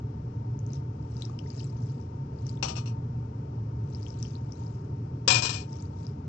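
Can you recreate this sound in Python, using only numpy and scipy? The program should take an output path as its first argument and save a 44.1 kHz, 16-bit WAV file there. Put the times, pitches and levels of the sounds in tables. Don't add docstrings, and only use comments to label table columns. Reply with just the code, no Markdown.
import sys
import numpy as np
from scipy import signal
from scipy.fft import rfft, irfft
from scipy.io import wavfile

SR = 44100
rng = np.random.default_rng(int(sys.argv[2]) if len(sys.argv) > 2 else 0)


def unload_wav(signal):
    wavfile.write(
        sys.argv[1],
        SR,
        np.round(np.clip(np.atleast_2d(signal).T, -1, 1) * 32767).astype(np.int16),
    )


N = 276948

# f/Hz, level/dB
SQUISH_SPECTRUM = [(900, -20), (1600, -9), (2400, -5), (3500, -7.5), (5400, 0), (6800, -4.5), (7800, -8.5),
                   (8400, -26)]


def ladle_dip():
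    # t/s, level/dB, chatter length/s
    knocks = [(2.6262, -2, 0.007), (2.641, -7.5, 0.0075), (2.668, -13, .03), (2.683, -6.5, 0.027),
              (2.754, -17.5, .012), (2.765, -11, .022), (2.858, -22, 0.0062), (2.874, -23.5, .009)]
    # f/Hz, level/dB
    modes = [(654, -9), (770, -2), (823, -8), (932, 0), (1213, -8), (1300, -10), (2429, -15), (2526, -9),
             (2759, -9), (3005, -9), (3432, -14), (4263, -6), (4330, -9), (5228, -10), (5324, -9),
             (5456, -9), (5582, -7), (5764, -8), (5818, -6), (5880, -4), (5951, -7), (6023, -5), (6150, -8),
             (7564, -17)]
    # f/Hz, level/dB
    wash = [(250, -9), (450, -7.5), (900, -0.5), (1250, -7), (1550, -15), (2100, -17), (2550, -4),
            (3500, -11), (4400, -7), (5700, -6), (6700, -14.5), (7600, -10.5), (8300, -26.5)]
    return steel(contact_force(knocks), modes, wash,
                 ring_db=-48.5, wash_rel_db=-3.5, clack_rel_db=-6, ring_t60_s=0.2, grip=2.5)


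def ladle_drop(rest_s=5.595, choke_db_per_s=190):
    # t/s, level/dB, chatter length/s
    bounces = [(5.2775, 0.5, .012), (5.3025, -1, .016), (5.324, -6.5, .009), (5.344, -2, 0.031),
               (5.380, -11, 0.016), (5.422, -8, 0.021), (5.449, -7.5, .031), (5.493, -12, .02),
               (5.529, -14.5, 0.035), (5.566, -18.5, 0.085)]
    # f/Hz, level/dB
    modes = [(546, -16), (618, -16), (745, -8), (917, -8), (1301, -18), (1761, -15), (1791, -14), (2430, 0),
             (2459, -6), (2502, -10), (2659, -14), (2987, -11), (3230, -9), (3565, -16), (3776, -15),
             (3929, -15), (4081, -9), (4205, -11), (4425, -14), (4667, -14), (5015, -6), (5062, -5),
             (5267, -14), (5435, -17), (5515, -12), (5735, -7), (5868, -16), (5986, -13), (7447, -17),
             (7590, -10)]
    # f/Hz, level/dB
    wash = [(250, -28), (450, -15.5), (900, -7), (1250, -10.5), (1550, -7.5), (2100, -16), (2550, -3),
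            (3500, -5), (4400, -7), (5700, -4.5), (6700, -8), (7600, -6), (8300, -27.5)]
    ringing = steel(contact_force(bounces), modes, wash,
                    ring_db=-35.5, wash_rel_db=-5, clack_rel_db=-5.5, ring_t60_s=0.16, grip=1)
    resting_s = np.maximum(np.arange(N) / SR - rest_s, 0)
    return ringing * amp(-choke_db_per_s * resting_s)


def contact_force(landings, blow_db=-1.5, chatter_db=-1.5, glance_db_per_s=199, rebounds_per_s=800):
    force = np.zeros(N)
    slot = SR // rebounds_per_s
    t = np.arange(SR // 10 // slot * slot) / SR
    for start_s, db, length_s in landings:
        chance = rng.random(len(t)).reshape(-1, slot)
        touching = (chance == chance.max(1, keepdims=True)).ravel()
        sizes = np.tanh(2 * rng.standard_normal(len(t)))
        buzz = touching * sizes * np.exp(-(t / length_s) ** 4)
        add(force, start_s, amp([db + blow_db - glance_db_per_s * length_s]))
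        add(force, start_s, amp(db + chatter_db) * buzz / (np.linalg.norm(buzz) + 1e-9))
    return force


def steel(force, modes, wash, ring_db, wash_rel_db, clack_rel_db, ring_t60_s, grip):
    grip_t60_s, clack_t60_s, wash_t60_s, onset_s = 0.011, 0.021, 0.17, 0.00042
    t = np.arange(SR // 2) / SR
    attack = 1 - np.exp(-t / onset_s)
    ring = np.zeros(N)
    for hz, db in modes:
        t60_s = ring_t60_s * (2500 / hz) ** 0.41
        decay = grip * amp(-60 * t / grip_t60_s) + amp(-60 * t / t60_s)
        tone = np.sin(2 * np.pi * (hz * t + rng.random()))
        mode = signal.oaconvolve(force, tone * attack * decay)[:N]
        ring += amp(db) * mode / np.linalg.norm(mode)
    burst = coloured(rng.standard_normal(len(t)), wash) * attack * amp(-60 * t / clack_t60_s)
    clack = signal.oaconvolve(force, burst)[:N]
    power = signal.oaconvolve(force ** 2, (attack * amp(-60 * t / wash_t60_s)) ** 2)[:N]
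    clatter = np.sqrt(np.maximum(power, 0)) * coloured(rng.standard_normal(N), wash)
    noise = amp(clack_rel_db) * unit_rms(clack) + amp(wash_rel_db) * unit_rms(clatter)
    return amp(ring_db) * (unit_rms(ring) + noise)


def rice(fizz_db=-1):
    # t/s, level/dB, f/Hz
    pockets = [(0.5909, -39.5, 6260), (0.665, -41, 6160), (0.7337, -33, 6100), (1.1674, -38, 4940),
               (1.2216, -25.5, 3810), (1.2521, -30, 5400), (1.297, -39.5, 1175), (1.3895, -33.5, 5240),
               (1.391, -34, 2950), (1.461, -46.5, 1990), (1.5032, -33, 4850), (1.5962, -37, 4330),
               (1.605, -38.5, 2960), (1.6433, -37, 7330), (2.4672, -32.5, 5700), (2.493, -30.5, 4700),
               (2.573, -44.5, 3500), (3.9482, -32, 5050), (4.0296, -36.5, 4850), (4.0653, -36, 3100),
               (4.1044, -34.5, 5250), (4.2274, -24, 5540), (4.251, -40, 2980), (4.3532, -37.5, 4200),
               (4.522, -32.5, 5570), (5.7298, -35.5, 5460), (5.824, -38, 6600), (6.0676, -34.5, 5130)]
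    pops = np.zeros(N)
    for start_s, db, hz in pockets:
        add(pops, start_s, amp(db) * pop(hz))
    pressed = pressure()
    return pops + amp(fizz_db) * pressed * fizz() + crackle(pressed)


def pressure(swell_db=14.5, roundness=1.6):
    # peak t/s, level/dB, build-up/s, release/s
    squeezes = [(.75, -55, 0.068, 0.047), (1.23, -56.5, 0.19, .15), (1.6, -53, 0.18, 0.11),
                (1.86, -61, 0.32, 0.24), (2.49, -57.5, .14, .13), (3.989, -58.5, 0.15, 0.27),
                (4.235, -55.5, 0.19, .2), (4.59, -61, 0.16, 0.29), (5.76, -56, 0.13, 0.15),
                (6.04, -58.5, 0.11, 0.088)]
    t = np.arange(N) / SR
    power = np.zeros(N)
    for peak_s, db, build_s, release_s in squeezes:
        from_peak = np.maximum((peak_s - t) / build_s, (t - peak_s) / release_s)
        power += amp(db - swell_db * from_peak ** roundness) ** 2
    return np.sqrt(power)


def pop(hz, decay_cycles=4, snap_db=-6.5, snap_s=0.0003):
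    tone = bubble(hz, decay_s=decay_cycles / hz, climb=0.071, onset_s=0.00063)
    t = np.arange(len(tone)) / SR
    snap = rng.standard_normal(len(t)) * np.exp(-t / snap_s)
    return tone + amp(snap_db) * snap


def bubble(hz, decay_s, climb, onset_s):
    t = np.arange(SR // 60) / SR
    pitch_hz = hz * (1 + climb * np.minimum(t / decay_s, 4) - climb)
    envelope = (1 - np.exp(-t / onset_s)) * np.exp(-t / decay_s)
    return np.sin(2 * np.pi * np.cumsum(pitch_hz) / SR) * envelope / envelope.max()


def crackle(pressed, pops_per_s=60, gain_db=13.5, spread_db=3, centre_hz=5350, spread_oct=0.19):
    out = np.zeros(N)
    count = round(pops_per_s * N / SR)
    starts = rng.integers(0, N, count)
    scatter = np.clip(rng.standard_normal((count, 2)), -2, 2)
    for start, (size, detune) in zip(starts, scatter):
        sound = pop(centre_hz * 2 ** (spread_oct * detune))
        add(out, start / SR, pressed[start] * amp(gain_db + spread_db * size) * sound)
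    return coloured(out, SQUISH_SPECTRUM)


def fizz(bubbles_per_s=2400, spread_db=2.9):
    out = np.zeros(N)
    pitches_hz = np.geomspace(1400, 8000, 32)
    for hz in pitches_hz:
        sizes = amp(spread_db * np.minimum(rng.exponential(1, N), 4))
        bursts = rng.random(N) < bubbles_per_s / len(pitches_hz) / SR
        grain = bubble(hz, decay_s=4.5 / hz, climb=0.02, onset_s=3 / hz)
        out += signal.oaconvolve(sizes * bursts, hz * grain)[:N]
    return unit_rms(coloured(out, SQUISH_SPECTRUM))


def room(x, wet_db=-11, t60_s=0.13, echoes_per_s=3000, predelay_s=0.002):
    t = np.arange(SR // 3) / SR
    taps = rng.standard_normal(len(t)) * amp(-60 * t / t60_s)
    taps *= (rng.random(len(t)) < echoes_per_s / SR) & (t > predelay_s)
    return x + amp(wet_db) * signal.oaconvolve(x, taps / np.linalg.norm(taps))[:N]


def appliance(rumble_db=-37, hiss_db=-50.5):
    # f/Hz, level/dB
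    rumble = [(15, -34), (40, -27.5), (52, -27), (72, -5.5), (108, -1.5), (140, -5), (168, -7.5),
              (182, -16.5), (215, -11.5), (275, -15.5), (340, -22.5), (430, -18), (520, -34.5),
              (900, -72.5)]
    # f/Hz, level/dB
    hiss = [(300, -4), (600, 4), (850, 2.5), (1030, -6), (1350, -8), (1700, -15.5), (2300, -18),
            (3000, -21), (3600, -25.5), (4500, -23), (5500, -20), (6800, -28), (7600, -30.5), (8300, -48.5)]
    # f/Hz, half-width/Hz, rms level/dB
    hum_lines = [(28, 2, -63.5), (114.07, 5.1, -41.5), (119.34, 2.6, -40), (137.4, 2.6, -45),
                 (240.2, 4.4, -66.5), (297, 2.6, -57.5), (879, 18, -60.5), (909, 8.4, -55),
                 (944.6, 9.1, -59)]
    hz = np.fft.rfftfreq(N, 1 / SR)
    out = amp(rumble_db) * unit_rms(coloured(rng.standard_normal(N), rumble))
    out += amp(hiss_db) * unit_rms(coloured(rng.standard_normal(N), hiss))
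    for centre_hz, half_width_hz, db in hum_lines:
        resonance = 1 / (1 + ((hz - centre_hz) / half_width_hz) ** 2)
        out += amp(db) * unit_rms(irfft(rfft(rng.standard_normal(N)) * resonance, N))
    return out


def amp(db):
    return 10 ** (np.asarray(db) / 20)


def unit_rms(x):
    return x / np.sqrt(np.mean(x ** 2) + 1e-20)


def gain_at(spectrum, hz):
    table_hz, db = np.transpose(spectrum)
    return amp(np.interp(np.log(hz + 1), np.log(table_hz + 1), db))


def coloured(x, spectrum):
    hz = np.fft.rfftfreq(len(x), 1 / SR)
    return irfft(rfft(x) * gain_at(spectrum, hz), len(x))


def add(mix, start_s, sound):
    part = mix[round(start_s * SR):][:len(sound)]
    part += sound[:len(part)]


def scene():
    # f/Hz, level/dB
    right_response = [(350, 0), (480, -3.5), (780, -5.5), (980, -8.5), (1130, -20), (1260, -11),
                      (1380, -15), (1620, -44), (1850, -28.5), (2200, -22.5), (2650, -36.5), (2950, -72.5),
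                      (4000, -84)]
    notches_hz, notch_width_hz = (540, 1110, 1520, 2360), 70
    left = ladle_dip() + ladle_drop() + room(rice()) + appliance()
    hz = np.fft.rfftfreq(N, 1 / SR)
    notches = np.prod([np.tanh((notch_hz - hz) / notch_width_hz) for notch_hz in notches_hz], axis=0)
    right = irfft(rfft(left) * notches * gain_at(right_response, hz), N)
    return np.array([left, right])


def record(dry):
    lowpass = signal.firwin(301, 8350, window=("kaiser", 8), fs=SR)
    return signal.oaconvolve(dry, lowpass[None], "same")


dry = scene()
out = record(dry)
unload_wav(out)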